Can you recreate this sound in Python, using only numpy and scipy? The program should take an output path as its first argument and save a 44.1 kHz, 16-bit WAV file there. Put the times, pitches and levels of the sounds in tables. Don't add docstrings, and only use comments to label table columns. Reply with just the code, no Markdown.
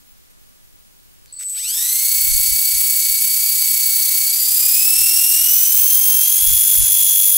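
import sys
import numpy as np
from scipy import signal
from scipy.fft import rfft, irfft, next_fast_len
from scipy.io import wavfile
from scipy.ndimage import uniform_filter1d, minimum_filter1d

SR = 44100
rng = np.random.default_rng(int(sys.argv[2]) if len(sys.argv) > 2 else 0)


def field_ratio(decibels):
    return 10 ** (np.asarray(decibels, dtype=float) / 20)


def pcm_store(signal):
    levels = np.round(np.clip(np.atleast_2d(signal), -1, 1) * 32767)
    wavfile.write(sys.argv[1], SR, levels.astype(np.int16).T)


N = 325017

# time in seconds, tooth mesh rate in Hz.
THROTTLE = [(2.3, 2221), (2.65, 2246), (2.93, 2239), (3.36, 2252), (3.47, 2279), (3.68, 2244), (4.07, 2227),
            (4.27, 2242), (4.43, 2352), (4.73, 2484), (4.92, 2648), (5.15, 2746), (5.35, 2798),
            (5.63, 3014), (5.92, 3170), (6.22, 3212), (6.5, 3369), (7.37, 3360)]
# time in seconds, rattle level in dB, whine over rattle in dB.
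GEAR_LOAD = [(1.46, -47, 0), (1.5, -39, 6), (1.6, -36, 0.5), (1.66, -32.5, 1.5), (1.69, -28, -2.5),
             (1.84, -23.5, -3), (2.12, -24, 2.5), (4.4, -23.5, 2), (4.75, -20.5, -1), (5.47, -21, 1.5),
             (7.37, -23, 7)]
# one pinion turn below, one above,
# one rotor turn below, one above, smear, all in dB.
TOOTH_SIDE_TONES = [(-18, -21, -17, -21, -13), (-10, -7.5, 3, 1, -12), (-2.5, 0, -4.5, -11.5, -12),
                    (-2, -1, -2, -6, -11.5), (-3.5, -3, -2.5, -2, -14), (-4, -10, -8.5, -9.5, -7),
                    (-7.5, -17, -11, -6, -18)]
# frequency in Hz, gain in dB.
FRAME_RINGING = [(1200, -56), (2500, -40.5), (4480, -33.5), (6350, -32.5), (6800, -42.5), (7300, -31.5),
                 (8400, -33.5), (9300, -39), (10100, -29.5), (11200, -28.5), (12500, -29.5), (13400, -31.5),
                 (14400, -28.5), (15500, -20)]
# frequency in Hz, density in dB per Hz.
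RATTLE_SPECTRUM = [(150, -30), (300, -46), (700, -32.5), (1480, -29), (2180, -18), (3300, -14), (5000, -10),
                   (8000, -5), (11000, -0.5), (13200, 1), (14500, -6.5), (16000, -10)]
# mesh rate in Hz, gain in dB.
MOUNT_RINGS = [(1200, -2), (2030, 3.5), (2275, 0.5), (2340, -14.5), (2540, 4), (2800, 3.5), (3100, -5.5),
               (3360, 0)]
# mesh rate in Hz, run-out from 0 to 1.
WHEEL_RUNOUT = [(300, 0.75), (2200, 0.31), (2750, 0.72), (3200, .5), (3360, 1)]
# mesh rate in Hz, depth from 0 to 1.
ROTOR_WOBBLE = [(2300, .1), (2800, .27), (3150, .34), (3350, .06)]
# multiple of the rotor turn, level in dB.
ROTOR_ORDERS = [
    (1, -61.5),
    (2, -55),
    (4, -75.5),
    (7, -65),
    (8, -75),
]
# frequency in Hz, gain in dB.
BENCH_BOOM = [(30, -2.5), (100, 0), (200, -3.5), (270, 10), (310, -2.5), (340, -5.5), (400, -15)]
# time in seconds, shaft rate in Hz, level in dB.
TAIL_MOTOR = [(1.6, 122, -80), (1.75, 165, -64), (1.95, 194.6, -63), (2.4, 196, -62.5), (3.3, 199.7, -61),
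              (4.3, 202.3, -59), (4.98, 223.5, -55.5), (5.36, 230, -53), (5.56, 253.9, -53.5),
              (5.89, 268.7, -51.5), (6.39, 262.4, -53), (7.37, 261.4, -53)]
# multiple of the tail shaft rate, level in dB.
TAIL_ORDERS = [(2, -9), (3, -4), (4, 0.5), (6, 2.5), (8, 1.5), (10, 7.5)]
# time in seconds, level in dB.
WHISTLE_LEVEL = [
    (1.382, -47),
    (1.39, -28.5),
    (1.44, -30.5),
    (1.46, -25),
    (2.1, -26.5),
    (4.4, -29),
    (5.4, -29),
    (5.8, -35),
    (6.2, -63),
]
# start in seconds, length in seconds, level in dB.
SEEKING_KICKS = [
    (1.3245, .011, -31.5),
    (1.336, 0.013, -31),
    (1.35, .011, -37),
    (1.362, 0.02, -32),
]
SLACK_TICKS = {"winding": [(1.279, -45), (1.2995, -40), (1.311, -42), (1.346, -42)], "snap": [(1.2595, -28),
               (1.326, -40), (1.354, -38)], "knock": [(1.388, -37), (1.3985, -17), (1.4105, -15),
               (1.4195, -20), (1.427, -15), (1.434, -16)], "clink": [(1.4975, -20), (1.5025, -20.5)]}
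TICK_RINGS = {"winding": [(0, 0, 4400, 450)], "snap": [(0, 0, 6800, 4500)], "knock": [(0, 0, 11000, 7000),
              (.0016, -22, 2200, 450)], "clink": [(0, 0, 7350, 500), (.001, -2, 8700, 500)]}
# centre in seconds, peak in dB, half length in seconds.
WASH_PUFFS = [(2.23, -32, .03), (2.33, -20, .04), (2.39, -22, .04), (2.52, -21, .025), (2.61, -35, .04),
              (2.77, -25, .025), (2.88, -35, .03), (3.1, -32, .05), (4.82, -36, .07), (5.72, -37, .03),
              (5.82, -28, .035), (6.47, -18, .035), (6.53, -17, .015), (6.58, -23, .04), (6.81, -17, .03)]
# frequency in Hz, gain in dB.
PORT_DIFFERENCE = [(60, -33), (110, -12.5), (200, 10), (380, -3), (700, -7.5), (1290, -8.5), (2380, -5),
                   (4400, -10), (8120, -12), (15000, -32)]
# frequency in Hz, density in dB per Hz.
COMMON_HISS = [(30, -7), (150, -18.5), (400, -27.5), (1000, -22), (4000, -21), (10000, -18), (16000, -18)]
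# frequency in Hz, density in dB per Hz.
OPPOSED_HISS = [(30, 7.5), (240, -7), (500, -11), (1100, -15), (4000, -20), (8500, -22.5), (16000, -53)]


def evened(x):
    return x / np.sqrt(np.mean(x ** 2) + 1e-20)


def curves(rows):
    time_s, *columns = np.transpose(rows)
    return [np.interp(np.arange(N) / SR, time_s, c) for c in columns]


def read(points, hz):
    f, value = np.transpose(points)
    return np.interp(np.log(hz + 1), np.log(f + 1), value)


def coloured(x, points):
    size = next_fast_len(N)
    gain = field_ratio(read(points, np.fft.rfftfreq(size, 1 / SR)))
    return irfft(rfft(x, size) * gain, size)[:N]


def drift(hz):
    pole = np.exp(-2 * np.pi * hz / SR)
    return evened(signal.lfilter([1], [1, -2 * pole, pole ** 2], rng.standard_normal(N)))


def swell(rise_s, full_s, fall_s, gone_s, db):
    return field_ratio(db) * np.interp(np.arange(N) / SR, [rise_s, full_s, fall_s, gone_s], [0, 1, 1, 0]) ** 2


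def mesh():
    start_s, aim_hz, lag_s, inertia_s, creep_hz = 1.4967, 2308, .1888, .06, 300
    t = np.arange(N) / SR
    closing_in = aim_hz * (1 - np.exp(-(t - start_s).clip(0) / lag_s))
    spin_hz = np.where(t < THROTTLE[0][0], closing_in, np.inf)
    throttle_hz = uniform_filter1d(curves(THROTTLE)[0], size=round(inertia_s * SR), mode="nearest")
    return np.maximum(np.minimum(spin_hz, throttle_hz), creep_hz)


def angles():
    rotor = 2 * np.pi * np.cumsum(mesh()) / SR / 70
    return rotor, 7 * rotor, 70 * rotor


def uneven(angle, depth_rad, count):
    steps = np.linspace(0, 2 * np.pi, 1024)
    shape = sum(np.sin(k * steps + 2 * np.pi * rng.random()) / np.sqrt(k) for k in range(2, count))
    return depth_rad * np.interp(angle % (2 * np.pi), steps, evened(shape))


def gears():
    mesh_hz = mesh()
    rotor, pinion, tooth = angles()
    level_db, whine_db = curves(GEAR_LOAD)
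    tight_rad, loose_rad, loose_hz, loose_span_hz = 0.047, 0.25, 2290, 300
    looseness = np.exp(-((mesh_hz - loose_hz) / loose_span_hz) ** 2)
    scatter_rad = tight_rad + (loose_rad - tight_rad) * looseness
    timing = tooth + uneven(pinion, .09, count=6) + uneven(rotor, .07, count=30)
    by_pinion = np.exp(1j * pinion)
    by_rotor = -read(WHEEL_RUNOUT, mesh_hz) * np.exp(1j * rotor)
    throb = 1 + 0.15 * np.cos(rotor - .5)
    strike, carrier, whine = np.exp(1j * timing), 1, np.zeros(N)
    steps, clock = np.arange(N), tooth / tooth[-1] * N / 2.7
    for k, row in enumerate(TOOTH_SIDE_TONES, 1):
        pinion_low, pinion_high, rotor_low, rotor_high, smear = field_ratio(row)
        sides = 1 - pinion_low / by_pinion + pinion_high * by_pinion
        sides = sides * (1 - rotor_low * by_rotor.conj() + rotor_high * by_rotor)
        kept = np.exp(-(k * scatter_rad) ** 2 / 2)
        wheel_clock = clock * np.sqrt(k)
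        fuzz = np.interp(wheel_clock, steps, drift(hz=210)) + 1j * np.interp(wheel_clock, steps, drift(hz=210))
        fuzz *= (smear + 0.37 * (1 - kept ** 2)) * throb
        carrier = carrier * strike
        tone = (kept * field_ratio(1.3 * drift(hz=12)) + fuzz) * sides * carrier
        if k == 1:
            tone *= field_ratio(read(MOUNT_RINGS, mesh_hz))
        if k == 2:
            tone *= field_ratio(np.interp(mesh_hz, [1510, 2010, 3380, 3410], [4.5, 0, -4, -4.5]))
        whine += np.sqrt(2) * tone.real * np.clip((19000 - k * mesh_hz) / 1500, 0, 1)
    wobble = 1 + read(ROTOR_WOBBLE, mesh_hz) * np.cos(rotor - .5)
    whine = coloured(whine * wobble * np.clip(mesh_hz / 600 - .6, 0, 1), FRAME_RINGING)
    bursts = throb * (1 + 0.2 * np.cos(pinion)) * (1 + 0.19 * np.cos(timing))
    rattle = evened(coloured(rng.standard_normal(N), RATTLE_SPECTRUM)) * bursts * field_ratio(0.5 * drift(hz=40))
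    running = np.clip((np.arange(N) / SR - 1.43) / 0.017, 0, 1)
    return running * field_ratio(level_db) * (field_ratio(4.5) * rattle + field_ratio(whine_db + 24.5) * whine)


def whistle():
    switch_hz, sag_hz_per_khz, spin_sag_hz, handover_s = 8010, 10, 30, 2.07
    t = np.arange(N) / SR
    hz = switch_hz - sag_hz_per_khz * mesh() / 1000
    hz = hz - spin_sag_hz * (t < handover_s) * (t / handover_s) ** 6
    level = (t > WHISTLE_LEVEL[0][0]) * field_ratio(curves(WHISTLE_LEVEL)[0])
    for start_s, length_s, db in SEEKING_KICKS:
        arch = np.sin(np.pi * np.clip((t - start_s) / length_s, 0, 1) ** .7).clip(0)
        level += field_ratio(db - 1.5) * np.sqrt(arch) * (t < start_s + length_s)
    tone = np.sqrt(2) * np.sin(2 * np.pi * np.cumsum(hz) / SR + 0.28 * drift(hz=300))
    return level * field_ratio(0.58 * drift(hz=30)) * tone


def shafts():
    rotor, mesh_hz = angles()[0], mesh()
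    tail_hz, tail_db = curves(TAIL_MOTOR)
    low = sum(field_ratio(db + 4.0 + 3.8 * drift(hz=4.9)) * np.sin(round(k) * rotor) for k, db in ROTOR_ORDERS)
    low = coloured(low * np.clip(mesh_hz / 2400 - .3, 0, 2) ** 0.65, BENCH_BOOM)
    turn = 2 * np.pi * np.cumsum(tail_hz * (1 + 0.00905 * drift(hz=24.65))) / SR
    odd_db = -.25 * np.maximum(262 - tail_hz, 0)
    hum = np.zeros(N)
    for k, db in TAIL_ORDERS:
        hum += field_ratio(db + round(k) % 2 * odd_db + 2.27 * drift(hz=14)) * np.sin(round(k) * turn)
    return low + (np.arange(N) > TAIL_MOTOR[0][0] * SR) * field_ratio(tail_db) * hum


def start():
    buzz = drift(hz=181) * np.sin(2 * np.pi * 4400 * np.arange(N) / SR) * field_ratio(2.1 * drift(hz=60))
    scrape_spectrum = [(800, -27), (2200, -9), (7000, 3), (12500, -4), (16000, -20)]  # Hz, dB
    scrape = evened(coloured(rng.standard_normal(N), scrape_spectrum))
    buzz_level = swell(1.23, 1.29, 1.54, 1.6, db=-54) + swell(1.36, 1.37, 1.386, 1.396, db=-49)
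    return buzz_level * buzz + swell(1.38, 1.398, 1.437, 1.46, db=-41) * scrape


def ticks():
    out, t = np.zeros(N), np.arange(600) / SR
    for kind, rows in SLACK_TICKS.items():
        for (time_s, db), (fuzz, tune) in zip(rows, rng.standard_normal((len(rows), 2, 600))):
            for delay_s, part_db, hz, width_hz in TICK_RINGS[kind]:
                detune = 1 + .02 * tune[0] * width_hz / 1000
                ring = np.exp(-np.pi * width_hz * t) * np.sin(2 * np.pi * hz * detune * t)
                ring *= np.minimum(t * width_hz * 3, 1)
                ring += .1 * np.exp(-t / .001) * fuzz * (width_hz > 1000)
                out[round((time_s + delay_s) * SR):][:600] += field_ratio(db + part_db) * ring / abs(ring).max()
    return signal.sosfilt(signal.butter(4, 1600, "high", fs=SR, output="sos"), out)


def wash():
    t = np.arange(-8000, 8000) / SR
    breeze = evened(signal.sosfilt(signal.butter(6, 35, fs=SR, output="sos"), rng.standard_normal(N)))
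    out = breeze * field_ratio(-43 + 3.5 * drift(hz=4.2)) * (mesh() / 3360) ** 1.8
    for (centre_s, db, half_s), noise in zip(WASH_PUFFS, rng.standard_normal((len(WASH_PUFFS), 16000))):
        top_hz = 105 * field_ratio(.35 * (db + 16.5)) * (0.033 / half_s) ** .9
        lumps = signal.sosfilt(signal.butter(6, 0.9 * top_hz, fs=SR, output="sos"), noise)
        heave = np.sqrt(2) * np.sin(2 * np.pi * .28 * top_hz * t + noise[0])
        puff = np.exp(-.5 * (t / half_s) ** 2) * (.6 * evened(lumps) + heave)
        out[round(centre_s * SR) - 8000:][:16000] += field_ratio(db - 2) * puff
    return out


def bench(x):
    taps = rng.choice([-1., 1.], 4000) * (rng.random(4000) < .08) * np.exp(-np.arange(4000) / SR / 0.03)
    return signal.oaconvolve(x, taps / np.linalg.norm(taps))[:N]


def hiss(spectrum, db):
    return field_ratio(db) * evened(coloured(rng.standard_normal(N), spectrum))


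def camera():
    tone = np.sin(2 * np.pi * 15640 * np.arange(N) / SR)
    return field_ratio(-62 + 6.2 * drift(hz=8)) * drift(hz=70) * tone


def scene():
    machine = gears() + shafts() + whistle() + start() + ticks()
    mid = machine + hiss(COMMON_HISS, db=-54)
    side = coloured(0.0089 * machine + 1.17 * bench(machine), PORT_DIFFERENCE) + wash()
    side += hiss(OPPOSED_HISS, db=-49.5)
    return np.array([mid + side, mid - side])


def skips(x):
    top_band_hz, usual_share, raised_share, skip_db, quiet_db, gust_db = 13300, .04, .5, -16, -45, -25
    frames = N // 1024 + 1

    def frame_level(y):
        return np.pad(y, (0, frames * 1024 - N)).reshape(frames, -1).std(1)

    mid = frame_level(x.mean(0))
    bass = frame_level(uniform_filter1d(x[0] - x[1], size=200) / 2)
    share = np.where((mid < field_ratio(quiet_db)) | (bass > field_ratio(gust_db)), raised_share, usual_share)
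    skipped = np.repeat(rng.random(frames) < share, 1024)[:N] * (1 - field_ratio(skip_db))
    high_pass = signal.firwin(401, top_band_hz, pass_zero=False, fs=SR)
    top = signal.oaconvolve(x, high_pass[None], "same")
    return x - uniform_filter1d(skipped, size=400) * top


def top_cut(x):
    return signal.sosfilt(signal.butter(12, 17080, fs=SR, output="sos"), x)


def record(dry):
    edge = signal.firwin(1601, 15740, window=("kaiser", 9), fs=SR)
    x = signal.oaconvolve(skips(dry) + camera(), edge[None], "same")
    room_left = minimum_filter1d(.94 / np.maximum(abs(x).max(0), .94), size=441)
    return top_cut(x * uniform_filter1d(room_left, size=221))


dry = scene()
out = record(dry)
pcm_store(out)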